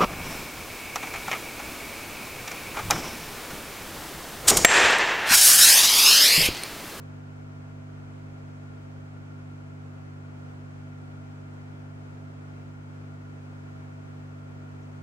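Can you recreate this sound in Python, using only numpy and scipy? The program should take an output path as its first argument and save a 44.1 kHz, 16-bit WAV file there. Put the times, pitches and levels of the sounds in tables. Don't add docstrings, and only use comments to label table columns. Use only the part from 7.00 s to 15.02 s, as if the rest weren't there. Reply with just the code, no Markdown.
import sys
import numpy as np
from scipy import signal
from scipy.fft import rfft, irfft, next_fast_len
from scipy.io import wavfile
from scipy.ndimage import uniform_filter1d

SR = 44100
rng = np.random.default_rng(int(sys.argv[2]) if len(sys.argv) > 2 else 0)


def bounce(signal):
    frames = np.transpose(np.atleast_2d(signal))
    limited = np.clip(frames, -1, 1)
    pcm = np.round(limited * 32767).astype(np.int16)
    wavfile.write(sys.argv[1], SR, pcm)


def field_ratio(decibels):
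    return 10 ** (np.asarray(decibels, dtype=float) / 20)


N = 353682


def evened(x):
    return x / np.sqrt(np.mean(x ** 2) + 1e-20)


def read_curve(points, hz):
    point_hz, value = np.transpose(points)
    return np.interp(np.log(hz + 1), np.log(point_hz + 1), value)


def slow_drift(hz, count):
    size = next_fast_len(N)
    f = np.fft.rfftfreq(size, 1 / SR)[:size // 8]
    real, imag = rng.standard_normal((2, count, len(f)))
    drift = irfft((real + 1j * imag) / (1 + (f / hz) ** 2), size)[:, :N]
    return drift / drift.std(1, keepdims=True)


def placed(wave, lean_db, lead_rad):
    left = wave * field_ratio(lean_db / 2) * np.exp(.5j * lead_rad)
    right = wave * field_ratio(-lean_db / 2) * np.exp(-.5j * lead_rad)
    return np.real([left, right])


# pitch_hz, level_db (per Hz)
ROOM_AIR = [(12, -100), (35, -79), (160, -74.5), (400, -77.5), (1200, -84.5), (2100, -91), (3800, -105.5),
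            (8000, -117)]
# pitch_hz, level_db (per Hz)
CAPSULE_NOISE = [(1000, -108.5), (7000, -106.5), (9500, -111.5), (15000, -117.6)]


def noise_colour(hz, air_db=0, capsule_db=0):
    port_hz, port_width_hz, port_db = 11970, 3100, -19
    air = field_ratio(read_curve(ROOM_AIR, hz) + air_db)
    capsule = field_ratio(read_curve(CAPSULE_NOISE, hz) + capsule_db)
    off = ((hz - port_hz) / port_width_hz) ** 2
    return np.hypot(air, capsule) * np.sqrt((off + field_ratio(2 * port_db)) / (off + 1))


# pitch_hz, level_db
AIR_IN_SUM = [(25, -3.5), (42, 0), (58, -0.5), (70, -6), (130, -3), (190, -5.5), (700, -4), (1700, -5)]
# pitch_hz, level_db
WIDENING = [(4000, 3), (8000, 0.7), (14000, -5)]


def hiss(patchy_db=-0.1, swell_db=0.44):
    frames, hz = N // 1024 + 6, np.fft.rfftfreq(4096, 1 / SR)
    a, b, c, d, patches = rng.standard_normal((frames, 2049, 5)).T
    patches = uniform_filter1d(patches, size=40, axis=0)
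    patches = evened(uniform_filter1d(patches, size=5, axis=1))
    swell = evened(uniform_filter1d(rng.standard_normal(frames), size=8))

    mid_colour = noise_colour(hz, air_db=read_curve(AIR_IN_SUM, hz))
    side_colour = noise_colour(hz, capsule_db=read_curve(WIDENING, hz))
    spectra = np.array([(a + 1j * b) * mid_colour[:, None], (c + 1j * d) * side_colour[:, None]])
    spectra *= field_ratio(patchy_db * patches + swell_db * swell)
    unit = np.sqrt(SR / 4096 * 3)
    mid, side = unit * signal.istft(spectra, nperseg=4096, noverlap=3072)[1][:, :N] / 2
    return np.array([mid + side, mid - side])


# start_s, length_s, centre_hz, width_hz, level_db
RUSTLE_EVENTS = [
    (4.535, .014, 10000, 11000, -70.5),
    (7.815, .035, 6200, 1800, -71),
    (6.36, .24, 650, 700, -60),
]


def rustles():
    size = 8192
    f, t = np.fft.rfftfreq(size, 1 / SR), np.arange(size) / SR
    out = np.zeros((2, N))
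    noises = rng.standard_normal((len(RUSTLE_EVENTS), 2, size))
    for (start_s, length_s, centre_hz, width_hz, level_db), noise in zip(RUSTLE_EVENTS, noises):
        band = noise_colour(f) / (1 + (2 * (f - centre_hz) / width_hz) ** 8)
        burst = evened(irfft(rfft(noise + noise[0]) * band))
        swell = np.sin(np.pi * np.clip(t / length_s, 0, 1))
        part = out[:, round(start_s * SR):][:, :size]
        part += (field_ratio(level_db) * burst * swell)[:, :part.shape[1]]
    return out


def ringing(resonances):
    t = np.arange(N) / SR
    out = np.zeros((2, N))
    for pitch_hz, width_hz, level_db, lean_db, lead_rad in resonances:
        a, b = slow_drift(width_hz / 1.46, count=2)
        out += placed(field_ratio(level_db) * (a + 1j * b) * np.exp(2j * np.pi * pitch_hz * t), lean_db, lead_rad)
    return out


# pitch_hz, width_hz, level_db, lean_db (left-right), lead_rad (left)
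TANK_RINGS = [(263.8, 29, -67, 3, 0), (425.2, 12, -71.5, 1, 0.011), (666, 24, -71.5, 1, 0),
              (855, 45, -79, 2, 0.0025), (1073, 60, -76.5, 0, 0)]


def tank():
    return ringing(TANK_RINGS)


# pitch_hz, width_hz, level_db, lean_db (left-right), lead_rad (left)
HOUSING_RINGS = [(1406, 128, -64, 3, -1.48), (1327, 50, -79, 1, 0), (1722, 100, -70.5, 1, -3.5),
                 (1820, 79, -89, 5.5, -4.5), (2254, 320, -72.5, 9.5, -2.5), (2600, 200, -79, 2, -1),
                 (3053, 340, -77, 0, -2)]


def housing():
    return ringing(HOUSING_RINGS)


# pitch_hz, level_db, lean_db (left-right), lead_rad (left)
WHINE_TONES = [(1393.8, -68.6, 4.9, -1.7), (1823.2, -85.2, 5.7, -2.7), (2285.7, -88.2, 11.8, -2.6),
               (2397.2, -85.9, 1.2, -0.5), (3289.2, -88.1, -6.7, 1.6), (4738.7, -96.4, 5.9, 0.9),
               (6634.2, -97.3, -4.2, 1.1), (7867.1, -106.5, 12.8, -1.6), (15734.3, -113.2, 10.3, -1.4),
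               (15747.3, -118.8, 10.5, 1.3)]


def whines():
    t = np.arange(N) / SR
    out = np.zeros((2, N))
    starts = rng.random(len(WHINE_TONES))
    for (pitch_hz, level_db, lean_db, lead_rad), start in zip(WHINE_TONES, starts):
        tone = np.sqrt(2) * field_ratio(level_db) * np.exp(2j * np.pi * (pitch_hz * t + start))
        out += placed(tone, lean_db, lead_rad)
    return out


# order (multiple of mains), level_db, lean_db (left-right)
PUMP_ORDERS = [(2, -44.9, -0.4), (3, -45.9, -0.6), (4, -78.0, -2.4), (5, -49.9, -0.1), (6, -60.4, -0.8),
               (7, -66.5, 0.4), (8, -68.2, 2.1), (9, -70.2, -4.8), (11, -72.5, -0.9), (13, -68.3, -2.3),
               (15, -77.2, -0.5), (16, -78.4, -1.6), (19, -80.1, -3.6), (24, -78.8, -0.9)]
TURNED_ORDERS = (6, 9, 11, 13)


def pump(flutter=0.052, flutter_hz=9):
    mains_hz, panel_hz = 50.0153, 325
    start_rad, travel_rad, bending_rad = 4.33, .87, 10.8
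    cycle = 2 * np.pi * mains_hz * np.arange(N) / SR
    load = slow_drift(flutter_hz, count=2)
    out = np.zeros((2, N))
    for order, level_db, lean_db in PUMP_ORDERS:
        phase = start_rad + travel_rad * order - bending_rad * np.sqrt(order)
        if order in TURNED_ORDERS:
            phase += np.pi
        if order * mains_hz > panel_hz:
            phase -= np.pi / 2
        wobble = 1 + flutter * np.sqrt(min(order, 5)) * (load[0] + 1j * load[1]) / 2
        tone = np.sqrt(2) * field_ratio(level_db) * wobble * np.exp(1j * (order * cycle + phase))
        out += placed(tone, lean_db, 0)
    return out


def scene():
    return hiss() + rustles() + tank() + housing() + whines() + pump()


def top_cut(x):
    return signal.sosfilt(signal.butter(12, 16580, fs=SR, output="sos"), x)


def record(dry):
    edge = signal.firwin(1023, 15740, window=("kaiser", 9), fs=SR)
    mix = signal.oaconvolve(dry, edge[None], "same")
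    return top_cut(mix)


dry = scene()
out = record(dry)
bounce(out)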